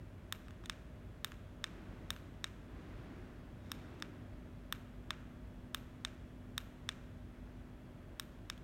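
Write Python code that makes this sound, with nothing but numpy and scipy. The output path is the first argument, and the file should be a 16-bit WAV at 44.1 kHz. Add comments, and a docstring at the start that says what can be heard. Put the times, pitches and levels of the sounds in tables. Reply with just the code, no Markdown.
"""Remote control clicks in a hall

A thumb works the buttons of a small plastic remote eight times, close up, with faint ticks and rubs.
Each metal dome snaps down and springs back, and both snaps ring the case for a few milliseconds.
The floor and a large hall answer softly. Underneath lies a bed of humming ventilation,
a thin electrical whine and far-off noise that swells and fades."""
import sys
import numpy as np
from scipy import signal
from scipy.fft import rfft, irfft
from scipy.io import wavfile

SR = 44100
rng = np.random.default_rng(int(sys.argv[2]) if len(sys.argv) > 2 else 0)


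def transcribe(u):
    """Save the signal u as a 16-bit wav file named by the first command-line argument.

    u: samples, shape (n,) or (channels, n), limited to [-1, 1]; the rate is SR.
    q: integer samples, one column per channel.
    """
    v = np.clip(np.atleast_2d(u).T, -1, 1)
    q = np.round(v * 32767).astype(np.int16)
    wavfile.write(sys.argv[1], SR, q)


N = 380583

# colour of the hall's steady air: freq_hz, relative_db
AIR_SPECTRUM = [(22, -17.5), (45, -3), (70, -1), (120, -2), (200, -4.5), (270, -11), (350, -10),
                (470, -18.5), (800, -23.5), (1600, -25.5), (3200, -35), (4800, -42.5), (10000, -47),
                (16000, -49)]
# resonances of the ventilation ducts: centre_hz, width_hz, level_db
DUCT_RESONANCES = [(51.3, 25, -57), (96, 8.8, -60), (297.5, 13, -72), (609, 143, -69.5)]
# colour of the far-off noise: freq_hz, relative_db
FAR_SPECTRUM = [(60, -9), (150, 1.5), (330, -0.5), (600, -12.5), (900, -13), (1600, -14.5), (3000, -24),
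                (6000, -36.5), (12000, -50.5)]
# swells of the far-off noise: start_s, until_release_s, level_db
FAR_SURGES = [(1.55, 0.44, -57), (2.6, 0.56, -55.5), (3.581, 0.35, -55.5), (7.15, 0.42, -66.5)]
# thin tones of the electrical whine: pitch_hz, level_db
WHINE_TONES = [(2606, -91.5), (2842, -95), (3354, -88)]
# resonances of the plastic case: pitch_hz, t60_ms, down_db, back_db
CASE_MODES = [(1195, 9.4, -30.5, -29), (1764, 9.1, -31, -28.5), (2648, 7.8, -33, -30.5),
              (2915, 5.5, -28.5, -30), (3673, 12.3, -26.5, -26), (4410, 5.7, -39.5, -37.5),
              (5350, 6, -34, -33), (6480, 8.2, -38, -39), (6830, 7.2, -40.5, -38), (8200, 10, -39, -42.5),
              (8620, 10, -40, -42), (9640, 12, -47, -56), (11670, 6.6, -41, -63), (13950, 6, -40, -65),
              (15200, 3.5, -36, -58)]
# a snap's colour over all directions, where the case's peaks even out: freq_hz, down_db, back_db
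ROOM_SEND_SPECTRUM = [(500, -15.5, -25.5), (1290, 3.5, 4.5), (1710, -1.5, 2.5), (2260, -2.5, 1.5),
                      (3760, -3, -4), (4500, -13, -12), (6000, -13, -11.5), (8940, -16, -19),
                      (10600, -21, -31), (12500, -11, -23), (16000, -22, -38)]
# button presses, with the key's place from mid-case (0) to rim (1):
# down_s, back_s, strength_db, rim_fraction, down_bright_db_per_octave, back_bright_db_per_octave
BUTTON_STROKES = [(.3243, .697, 0.5, .35, -.3, .3), (1.2456, 1.6413, 1, 0.2, -0.5, .5),
                  (2.1044, 2.4423, 1, 0.15, 0.4, 1.2), (3.7172, 4.0234, -3, 1, -0.5, -1.5),
                  (4.7249, 5.106, 1, 0.06, -1.5, -1.5), (5.7462, 6.0491, 1, 0, -0.5, 1),
                  (6.579, 6.8901, 1.55, 0.06, -0.5, 1), (8.1972, 8.4995, -2, 0.8, 0.2, 1)]
# the key shifts in its hole under the thumb: start_s, strength_db, bright_db_per_octave, main_mode_db
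KEY_TICKS = [(0.483, -19.5, -0.5, -16), (.5072, -21, -1, -10), (0.638, -26.5, -8, -5),
             (0.6581, -15.5, 3.5, 0), (0.6601, -21, 1, -2), (1.319, -14, -2, -10), (1.341, -29, 1, -8),
             (2.163, -15, -0.5, -11), (4.0007, -24, 2, -8), (8.5778, -27, 5, 0)]
# the thumb rubs on the key: centre_s, length_s, strength_db
THUMB_RUBS = [(0.458, 0.055, -43), (0.646, .03, -34), (3.756, 0.47, -40)]
# diffuse tail of the hall: band_hz, gain_db, t60_s
HALL_BANDS = [(710, -13.5, 1.1), (1260, -22.5, 1.4), (1620, -16.5, 0.86), (2130, -24.5, 1.1),
              (2450, -22, 0.84), (3560, -21.5, 0.96), (4700, -23, 0.6), (6760, -21, 1), (14000, -22, 0.34)]
# early echoes off the floor and nearby surfaces: delay_ms, level_db
EARLY_ECHOES = [(6.8, -32), (16.5, -32), (24.2, -28.5), (30, -30), (35.2, -31)]


def undb(db):
    """Decibels to gain."""
    return 10 ** (np.asarray(db) / 20)


def unit(x):
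    """Scale to rms 1."""
    return x / np.sqrt(np.mean(x ** 2))


def decay(t, t60_s):
    """A fade that falls 60 dB in t60_s."""
    return np.exp(-np.log(1000) * t / t60_s)


def add(out, start_s, sound):
    """Mix a sound in from start_s."""
    i = int(round(start_s * SR))
    out[i:i + len(sound)] += sound[:len(out) - i]


def shaped_noise(spectrum):
    """Noise of rms 1, coloured by an EQ curve."""
    hz, db = np.transpose(spectrum)
    f = np.maximum(np.arange(N // 2 + 1) * SR / N, 1)
    eq = undb(np.interp(np.log(f), np.log(hz), db))
    return unit(irfft(rfft(rng.standard_normal(N)) * eq, N))


def narrow_noise(hz, width_hz):
    """Noise of rms 1 in one resonance; at 0 Hz, a slow wander."""
    f = np.arange(N // 2 + 1) * SR / N
    return unit(irfft(rfft(rng.standard_normal(N)) / (1 + ((f - hz) / width_hz * 2) ** 2), N))


def tone(hz, db, waver_db, waver_rad):
    """A held tone that wavers slightly in level and pitch."""
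    gain = undb(db + waver_db * narrow_noise(0, 6))
    drift = waver_rad * narrow_noise(0, 4)
    return np.sqrt(2) * gain * np.sin(2 * np.pi * hz * np.arange(N) / SR + drift)


def ventilation(air_db=-54.75, hum_hz=248.4, crest_db=-59, crest_s=5.9, slope_db_per_s=1.35):
    """Even air, resonating ducts and a motor hum that grows to one broad crest and eases off."""
    air = undb(air_db) * shaped_noise(AIR_SPECTRUM)
    ducts = sum(undb(db) * narrow_noise(hz, width_hz) for hz, width_hz, db in DUCT_RESONANCES)
    hum_db = crest_db - slope_db_per_s * np.abs(np.arange(N) / SR - crest_s)
    return air + ducts + tone(hum_hz, hum_db, waver_db=0.4, waver_rad=0.21)


def far_noise(rest_db=-68, attack_s=0.2, t60_s=2.6):
    """A dull, distant wash; each surge rises, holds and dies away in the hall."""
    t = np.arange(N) / SR
    power = undb(rest_db) ** 2
    for start_s, until_release_s, db in FAR_SURGES:
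        attack = np.clip((t - start_s) / attack_s, 0, 1)
        release = decay(np.maximum(t - start_s - until_release_s, 0), t60_s)
        power = power + (undb(db) * attack * release) ** 2
    return np.sqrt(power) * shaped_noise(FAR_SPECTRUM)


def electrical_whine():
    """Three thin, wavering tones deep in the bed."""
    return sum(tone(hz, db, waver_db=1, waver_rad=0.5) for hz, db in WHINE_TONES)


def case_ring(down, db, bright, main_db=0, upper_db=0, t60_scale=1, detune=0.012, scatter_db=0.53):
    """One snap rings the plastic case; bright tilts it in dB per octave around 3 kHz."""
    hz, t60_ms, down_db, back_db = np.transpose(CASE_MODES)
    t = np.arange(SR // 25) / SR
    level_jitter, pitch_jitter = rng.standard_normal((len(hz), 2)).T
    mode_db = (down_db if down else back_db) + bright * np.log2(hz / 3000) + scatter_db * level_jitter
    mode_db[[4, 6]] += main_db, upper_db  # main mode at 3.7 kHz, upper mode at 5.4 kHz
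    gain = undb(db + mode_db) * (-1) ** np.arange(len(hz))  # neighbouring modes swing opposite ways
    fade = decay(t, t60_ms[:, None] / 1000 * t60_scale)
    push = 1 if down else -1  # the dome pushes one way going down, the other coming back
    pitch_hz = hz * (1 + 0.0049 * push + detune * pitch_jitter)  # the pressing thumb stiffens the case
    swing = np.sin(2 * np.pi * np.outer(pitch_hz, t))
    return push * gain @ (fade * swing)


def dome_rebound(snap, lag_s=0.00055, rebound_db=-17):
    """The dome touches again about half a millisecond later, so no two snaps have quite one colour."""
    out = snap.copy()
    add(out, lag_s * np.exp(0.19 * rng.standard_normal()), undb(rebound_db) * snap)
    return out


def dome_shiver(db, t60_s=0.011, edge_hz=9000, rise_s=0.000067):
    """The thin metal dome shivers in many close treble modes: a tiny burst of sizzle."""
    t = np.arange(SR // 50) / SR
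    highpass = signal.butter(2, edge_hz, "hp", fs=SR, output="sos")
    sizzle = unit(signal.sosfilt(highpass, rng.standard_normal(len(t))))
    return undb(db) * sizzle * (1 - np.exp(-t / rise_s)) * decay(t, t60_s)


def room_send(down, db, bright, size=512):
    """The snap as the room receives it: a short pulse with a smooth spectrum."""
    hz, down_db, back_db = np.transpose(ROOM_SEND_SPECTRUM)
    f = np.maximum(np.arange(size // 2 + 1) * SR / size, 1)
    colour_db = (down_db if down else back_db) + bright * np.log2(hz / 3000)
    magnitude = undb(db + np.interp(np.log(f), np.log(hz), colour_db))
    cepstrum = irfft(np.log(magnitude))
    causal = np.r_[cepstrum[0], 2 * cepstrum[1:size // 2]]  # minimum phase keeps the attack sharp
    return irfft(np.exp(rfft(causal, size)))


def button_snaps(near, send):
    """Each dome snaps down, then springs back a little weaker and with far less shiver."""
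    for down_s, back_s, strength_db, rim, down_bright, back_bright in BUTTON_STROKES:
        press = (True, down_s, strength_db, down_bright, -39)
        release = (False, back_s, strength_db - 1, back_bright, -49)
        for down, start_s, db, bright, shiver_db in (press, release):
            # a key at the rim reaches less of the main mode, more of the upper, and shivers more
            snap = case_ring(down, db, bright, main_db=-3 * rim, upper_db=7 * rim)
            add(near, start_s, dome_rebound(snap))
            add(near, start_s, dome_shiver(db + shiver_db + 6 * rim))
            add(send, start_s, room_send(down, db, bright))


def key_ticks(near, send, shiver_db=-47):
    """The key shifts in its hole and ticks lightly against the case."""
    for start_s, db, bright, main_db in KEY_TICKS:
        add(near, start_s, case_ring(False, db, bright, main_db, upper_db=-8, detune=0.048))
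        add(near, start_s, dome_shiver(db + 2 * bright + shiver_db))
        add(send, start_s, room_send(False, db, bright))


def thumb_rubs(near, slips_per_s=1500):
    """The thumb rubs the key: a swell of tiny slips, each ringing the damped case."""
    for centre_s, length_s, db in THUMB_RUBS:
        count = int(length_s * SR)
        slips = rng.standard_normal(count) * (rng.random(count) < slips_per_s / SR)
        ring = case_ring(False, db, bright=1, main_db=-3.5, t60_scale=0.6)
        add(near, centre_s - length_s / 2, np.convolve(slips * np.hanning(count), ring))


def remote(low_cut_hz=880):
    """The remote's close sound and its send to the room; the small case radiates no bass."""
    near, send = np.zeros((2, N))
    button_snaps(near, send)
    key_ticks(near, send)
    thumb_rubs(near)
    return signal.sosfilt(signal.butter(2, low_cut_hz, "hp", fs=SR, output="sos"), [near, send])


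def hall(send, build_s=0.028, scatter_db=-22, scatter_t60_s=0.15, smear_s=0.0019):
    """A long tail that loses its treble first, led by nearby scatter and a few smeared echoes."""
    t = np.arange(SR) / SR
    f = np.maximum(np.arange(SR // 2 + 1), 1)
    hz, db, t60_s = np.transpose(HALL_BANDS)
    white = rfft(rng.standard_normal(SR))
    onset = 1 - np.exp(-(t / build_s) ** 2)
    response = np.zeros(SR)
    for share, band_db, band_t60_s in zip(np.eye(len(hz)), db, t60_s):
        band = irfft(white * np.interp(np.log(f), np.log(hz), share), SR)
        fade = onset * decay(t, band_t60_s)
        response += undb(band_db) * band * fade / np.linalg.norm(fade)
    scatter = rng.standard_normal(SR) * decay(t, scatter_t60_s)
    response += undb(scatter_db) * scatter / np.linalg.norm(scatter)
    for delay_ms, echo_db in EARLY_ECHOES:
        echo = rng.standard_normal(SR // 50) * np.exp(-t[:SR // 50] / smear_s)
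        add(response, delay_ms / 1000, undb(echo_db) * echo / np.linalg.norm(echo))
    return signal.fftconvolve(send, response)[:N]


def scene():
    """The mono mix: the remote up front, its reverb and the background bed."""
    near, send = remote()
    bed = ventilation() + far_noise() + electrical_whine()
    return (near + hall(send) + bed)[None]


def record(dry, low_cut_hz=26, high_cut_hz=15900):
    """The microphone loses the deepest rumble; a steep filter cuts the very top."""
    dry = signal.sosfilt(signal.butter(4, low_cut_hz, "hp", fs=SR, output="sos"), dry)
    return signal.sosfilt(signal.ellip(8, 0.2, 70, high_cut_hz, fs=SR, output="sos"), dry)


dry = scene()
out = record(dry)
transcribe(out)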